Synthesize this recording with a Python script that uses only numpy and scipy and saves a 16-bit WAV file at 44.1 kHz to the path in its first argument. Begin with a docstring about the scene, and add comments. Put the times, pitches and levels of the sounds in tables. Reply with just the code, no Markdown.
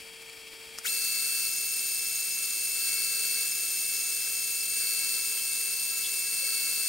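"""A small metal lathe, close up

A cooling fan hums, a relay clicks, and the drive spins up to a shrill whine.
The roughness of the spindle (the turning shaft) partly repeats every turn and rings the metal body.
Three light cutting passes slow the spindle a little and ring the tool holder.
Between passes the carriage, which carries the tool, runs back with a lower whirr."""
import sys
import numpy as np
from scipy.fft import rfft, irfft, next_fast_len
from scipy.io import wavfile
from scipy.ndimage import map_coordinates

SR = 44100
rng = np.random.default_rng(int(sys.argv[2]) if len(sys.argv) > 2 else 0)


def digitize_waveform(pressure):
    """Quantize a signal to 16-bit integers and store it at the path in sys.argv[1].

    Rows of a 2-D input are taken as channels; values are limited to [-1, 1].
    """
    field = np.atleast_2d(pressure).T
    bounded = np.clip(field, -1, 1)
    quanta = np.round(bounded * 32767).astype(np.int16)
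    wavfile.write(sys.argv[1], SR, quanta)


N = 303408

# rush of air and motor noise: f/Hz, relative level/dB
AIR_SPECTRUM = [(25, -18), (100, -17.5), (400, -14), (500, -15.5), (1000, -17.5), (1500, -16), (2050, -13),
                (2300, -3.5), (2900, -10), (3700, -14.5), (4800, -10), (6200, -19), (8000, -14),
                (8700, -17.5), (9600, -15.5), (11500, -20.5), (15500, -23)]
# motor tones of the idle machine: f/Hz, level/dB
IDLE_TONES = [(899, -69), (1800, -68), (2256, -65), (2686, -68), (3165, -65), (3266, -56.5), (4571, -61),
              (5401, -67), (13550, -71)]
# ringing of the sheet-metal guards: f/Hz, width/Hz, relative level/dB
GUARD_MODES = [(2676, 130, 6), (4910, 250, 5), (8000, 390, 4), (9400, 330, 7)]
# glides of the feed motor: start t/s, end t/s, start f/Hz, end f/Hz, level/dB
FEED_GLIDES = [(2.33, 2.572, 1055, 1220, -68), (4.979, 7.0, 1001, 1084, -67.5)]
# scrapes of chip and slide: t/s, level/dB, f/Hz, width/Hz, half-length/s
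SCRAPE_EVENTS = [(4.818, -53, 1640, 250, .03), (5.393, -45, 3230, 300, 0.023),
                 (5.549, -46, 3658, 700, 0.019), (6.059, -39, 3440, 600, 0.022),
                 (6.44, -57.5, 540, 70, 0.016)]
# ringing of the carriage slide: f/Hz, width/Hz, relative level/dB
SLIDE_MODES = [(1303, 56, -2), (1475, 62, -2.5), (1616, 81, 1), (1990, 220, -11.5), (2203, 18, 15)]
# clicks of the relay contacts: t/s, relative level/dB
RELAY_CLICKS = [(0.7790, -36), (0.7860, -24.5)]
# ringing of the relay housing: f/Hz, width/Hz, relative level/dB
RELAY_MODES = [(1350, 260, -2), (2050, 340, -0.5), (5200, 390, 6.5), (6500, 1600, -4), (8600, 1500, 3),
               (12600, 6600, -13)]
# cutting passes: tool enters t/s, tool leaves t/s, load from 0 to 1
CUTTING_PASSES = [(1.483, 2.774, 1.0), (3.461, 4.766, .92), (5.198, 6.375, .62)]
# ringing of the tool holder: f/Hz, width/Hz, relative level/dB
TOOL_MODES = [(5205, 45, 1.5), (6590, 62, 4.5), (13400, 130, -32)]
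# pitch of each whine tone as a shaft order, meaning cycles per turn
TONE_ORDERS = (72, 119, 240, 481, 640, 717)
# the same tones: relative level/dB, change under load/dB, phase ripple/rad, throb under load/dB,
# left minus right/dB, left lead/rad
WHINE_TONES = [(-64, -2, 0.65, 2, -1, -0.013), (-56.5, 0, 0.6, 2.5, 0, 0.097),
               (-40, -6, 0.58, 1.5, 9.5, 2.03), (-37.5, -0.5, 0.76, -0.3, 1.5, 0.058),
               (-52, -2, 2.5, 1, 8.5, 0), (-50, 4.5, 1.8, 11, 3, 0)]
# ringing of the cast metal body: f/Hz, width/Hz, relative level/dB
BODY_MODES = [(1330, 50, -18), (1630, 120, -18), (2000, 110, -21), (2230, 210, -15), (2540, 440, -20),
              (2790, 250, -19), (3210, 170, -16.5), (3560, 560, -18), (4000, 310, -14), (4430, 210, -8),
              (4750, 120, -11), (4970, 170, -12), (5240, 190, -5), (5920, 340, -16), (6230, 60, -8),
              (6660, 140, -7), (7120, 140, -4), (7250, 70, -7), (7740, 130, -12), (8200, 360, -12),
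              (8430, 100, -9), (8860, 310, -2), (9480, 710, -11), (10260, 210, -7), (11160, 120, -14),
              (11850, 100, -12), (12110, 290, -10), (13230, 280, -5), (15160, 430, -14), (15630, 170, -8)]
# what the body lets through between its resonances: f/Hz, relative level/dB
BODY_FLOOR = [(40, -31), (400, -28), (700, -31.5), (1150, -33.5), (1300, -26), (2000, -28.5), (3000, -66),
              (4000, -26), (6000, -15.5), (9000, -14.5), (11000, -17.5), (14000, -16.5), (15700, -16.5)]
# beating of bearing balls and motor poles: cycles per turn, depth/dB
BEATS = [(2.11, .55), (4, .45), (5.89, .8), (8, .35)]
# stereo balance: f/Hz, left minus right/dB
BALANCE = [(60, 9), (700, 9.5), (1290, 0.5), (2380, 4.5), (4400, 2), (8120, 2), (15000, -3)]
# sound scattered to the sides: f/Hz, relative level/dB
SCATTER_LEVELS = [(100, -3), (380, -6), (700, -8), (1290, -5), (2380, -13), (4400, -18.5), (8120, -8),
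                  (15000, -23)]
# the shop returns bass late, the guards return treble early: f/Hz, random phase step/rad
SCATTER_STEPS = [(600, .3), (2000, .04)]

TURN_HZ = 18.535  # spindle turns a second at full speed


def amp(db):
    """Turn decibels into a gain."""
    return 10 ** (np.asarray(db) / 20)


def unit(x):
    """Scale a signal to an average (rms) size of 1."""
    return x / np.sqrt(np.mean(np.abs(x) ** 2) + 1e-20)


def clock():
    """The time of every sample, in seconds."""
    return np.arange(N) / SR


def curve(rows):
    """Join (time, value) points with straight lines."""
    return np.interp(clock(), *np.transpose(rows))


def ramp(centre_s, length_s):
    """A straight rise from 0 to 1."""
    return np.clip(.5 + (clock() - centre_s) / length_s, 0, 1)


def along(points, hz):
    """Read between (frequency, value) points on a log axis."""
    freqs, values = np.transpose(points)
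    return np.interp(np.log(hz + 1), np.log(freqs + 1), values)


def wobble(rate):
    """A smooth curve through `rate` random points a second."""
    return map_coordinates(rng.standard_normal(int(N * rate / SR) + 4), [clock() * rate])


def filtered(x, response):
    """Give each frequency in x the gain response(hz)."""
    size = next_fast_len(N + 8192)
    return irfft(rfft(x, size) * response(np.fft.rfftfreq(size, 1 / SR)), size)[..., :N]


def resonances(modes, hz):
    """Power gain of an object's modes, the pitches at which it likes to ring."""
    return sum((amp(db) / (1 + (2 * (hz - centre) / width) ** 2)) ** 2 for centre, width, db in modes)


def ringing_noise(modes):
    """Noise of size 1 that rings at the given modes."""
    return unit(filtered(rng.standard_normal(N), lambda hz: np.sqrt(resonances(modes, hz))))


def each_turn(turns, strengths, size=16384):
    """Random bumps that come round every turn, with strengths for 1, 2, ... 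cycles per turn."""
    orders = strengths * np.exp(2j * np.pi * rng.random(len(strengths)))
    surface = unit(irfft(np.r_[0, orders], size))
    return np.interp(turns, np.arange(size) / size, surface, period=1)


def spread(x):
    """Place a sound mostly left of centre and widen it with scattered reflections."""
    def side_gain(hz):
        lean = np.tanh(np.log(amp(along(BALANCE, hz))) / 2)
        phase = np.cumsum(rng.normal(0, along(SCATTER_STEPS, hz)))
        return lean + amp(along(SCATTER_LEVELS, hz)) * np.exp(1j * phase)
    side = filtered(x, side_gain)
    return np.array([x + side, x - side])


def stereo_tone(tone, pan_db, lead_rad):
    """Split a complex tone in two, the left louder by pan_db and ahead by lead_rad."""
    half = np.sqrt(amp(pan_db)) * np.exp(.5j * lead_rad)
    return np.sqrt(2) * np.real([tone * half, tone / half])


def cutting_load(bite_s=.06, release_s=.14):
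    """In each pass the tool bites, holds its load and runs out of the metal."""
    return sum(load * ramp(enters, bite_s) * (1 - ramp(leaves, release_s))
               for enters, leaves, load in CUTTING_PASSES)


def spindle_speed(half_speed_s=.861, time_constant_s=.011):
    """Share of full speed: an S-shaped rise, then steady."""
    return .5 + .5 * np.tanh((clock() - half_speed_s) / (2 * time_constant_s))


def shaft_turns(load):
    """Count the turns of the spindle, which slows a little under the cut."""
    sag = .0018 * load + .0002 * wobble(5)
    return np.cumsum(TURN_HZ * spindle_speed() * (1 - sag)) / SR


def fan_and_hum(load, blade_hz=449.5, idle_fan_db=-58.5, air_db=-47.5):
    """Fan blade tone, wavering motor tones and rushing air; all sink back once the drive runs."""
    running = ramp(.93, .13)
    fan_db = idle_fan_db + running * (-4 + .5 * wobble(7.6)) - 1.3 * load
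    fan = amp(fan_db) * np.exp(1j * (2 * np.pi * blade_hz * clock() + wobble(6.1) / 10))
    hum = sum(amp(db) * np.sqrt(2) * np.sin(2 * np.pi * hz * clock() + .5 * wobble(31))
              for hz, db in IDLE_TONES)
    rush = filtered(rng.standard_normal(N), lambda hz: amp(along(AIR_SPECTRUM, hz)))
    air = amp(air_db) * unit(rush * amp(1.1 * wobble(70)))
    return stereo_tone(fan, pan_db=.76, lead_rad=0) + spread((air + hum) * amp(-5 * running))


def guards(db=-57.5, rustle_db=1.2):
    """The sheet-metal guards ring with a light, shifting rustle."""
    return amp(db + rustle_db * wobble(16)) * ringing_noise(GUARD_MODES)


def feed_motor(waver_rad=1.16, fade_s=.06):
    """The motor that moves the tool adds a thin, unsteady whine, rising through each move."""
    out = np.zeros(N)
    for start, end, start_hz, end_hz, db in FEED_GLIDES:
        hz = curve([(start, start_hz), (end, end_hz)])
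        envelope = amp(db) * ramp(start, fade_s) * (1 - ramp(end, fade_s))
        out += np.sqrt(2) * envelope * np.sin(2 * np.pi * np.cumsum(hz) / SR + waver_rad * wobble(90))
    return out


def scrapes():
    """The metal chip and the slide scrape in brief swells of narrow noise."""
    return sum(amp(db) * np.exp(-((clock() - t) / half_length) ** 2) * ringing_noise([(hz, width, 0)])
               for t, db, hz, width, half_length in SCRAPE_EVENTS)


def carriage(load, db=-52, surge_db=1.5, shudder_db=-43.5):
    """The slide shudders as the drive starts, and whirrs whenever the cutting load is off or light."""
    moving = (1 - load).clip(0, 1)
    shudder = amp(shudder_db) * curve([(.855, 1), (.895, 0)])
    return ringing_noise(SLIDE_MODES) * (amp(db + surge_db * wobble(60)) * moving + shudder)


def relay(ring_s=.035, snap_s=.0019, snap_db=5, gain_db=-6):
    """An electric switch clicks twice, each time with a snap and a brief ring of its housing."""
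    envelope = np.zeros(N)
    for t, click_db in RELAY_CLICKS:
        age = np.maximum(clock() - t, 0)
        decay = amp(-60 * age / ring_s) + amp(snap_db - 60 * age / snap_s)
        envelope += (age > 0) * amp(click_db + gain_db) * decay
    return envelope * ringing_noise(RELAY_MODES)


def cut(load, db=-43, chip_db=2):
    """The chip slides over the cutting tip and rings the tool holder."""
    return load * amp(db + chip_db * wobble(80)) * ringing_noise(TOOL_MODES)


def drive_tone(load, hz=2651.3, db=-39.5, load_db=-2, flutter_db=.5):
    """The powered motor sings one clean note, whatever its speed."""
    on = curve([(.858, 0), (.88, 1)])
    phase = 2 * np.pi * hz * clock() + .057 * wobble(30)
    envelope = on * amp(db + load_db * load + flutter_db * wobble(40))
    return stereo_tone(envelope * np.exp(1j * phase), pan_db=4.4, lead_rad=-.13)


def whine(turns, load, flutter_db=.5, swell_db=.7, torque_db=5.5, low_cut_hz=1300):
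    """Drive tones follow the shaft; the turning force ripples within each turn and roughens them."""
    orders = np.arange(1, 13)
    speed = spindle_speed()
    acceleration = 4 * speed * (1 - speed)
    # once a turn the slightly off-centre metal bar presses harder and the tone dips
    dip = np.sin(np.pi * turns) ** 4
    out = np.zeros((2, N))
    for order, (db, load_db, ripple, throb_db, pan_db, lead) in zip(TONE_ORDERS, WHINE_TONES):
        phase = 2 * np.pi * order * turns + ripple * each_turn(turns, 1 / orders)
        phase += .07 * wobble(300) + .93 * np.sqrt(1 - speed) * wobble(1600)  # shakier at the start
        bumps = each_turn(turns, (orders > 1) / orders)
        throb = throb_db * (.5 + .5 * load) * (bumps / 2 - 2 * dip)
        swing = unit(amp(throb + flutter_db * wobble(210) + swell_db * wobble(4.42)))
        # high tones build up with speed; low ones swell while the motor speeds up
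        build = speed ** 2 if order > 240 else amp(torque_db * acceleration)
        envelope = amp(db + load_db * load) * build * swing
        out += stereo_tone(envelope * np.exp(1j * phase), pan_db, lead)
    return filtered(out, lambda hz: 1 - np.exp(-(hz / low_cut_hz) ** 10))


def spindle(turns, load, db=-31, load_db=-1.56, drift_db=.22, grit_db=1, repeat_share=.42):
    """Rolling roughness rings the metal body; it grows with speed and the cut damps it."""
    surface = each_turn(turns, np.ones(int(SR / 2 / TURN_HZ)))
    rough = np.sqrt(repeat_share) * surface + np.sqrt(1 - repeat_share) * rng.standard_normal(N)
    body = filtered(rough, lambda hz: np.sqrt(amp(along(BODY_FLOOR, hz)) ** 2
                                              + resonances(BODY_MODES, hz)))
    beats_db = sum(depth * np.sin(2 * np.pi * (order * turns + rng.random())) for order, depth in BEATS)
    rise = np.minimum(spindle_speed() / .52, 1)  # fully loud at about half speed
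    level_db = db + load_db * load + drift_db * wobble(4)
    rolling = unit(rise * body * amp(beats_db + grit_db * wobble(500)))
    return spread(rolling * amp(level_db))


def scene():
    """The machine idles, then the spindle runs through its three passes."""
    load = cutting_load()
    turns = shaft_turns(load)
    powered = ramp(.847, .006)
    tool_and_slide = powered * (cut(load) + carriage(load))
    small_parts = spread(tool_and_slide + guards() + feed_motor() + relay() + scrapes())
    background = fan_and_hum(load) + small_parts
    return background + powered * whine(turns, load) + drive_tone(load) + spindle(turns, load)


def record(dry, top_hz=15780):
    """Cut away the very highest treble."""
    return filtered(dry, lambda hz: hz < top_hz)


dry = scene()
out = record(dry)
digitize_waveform(out)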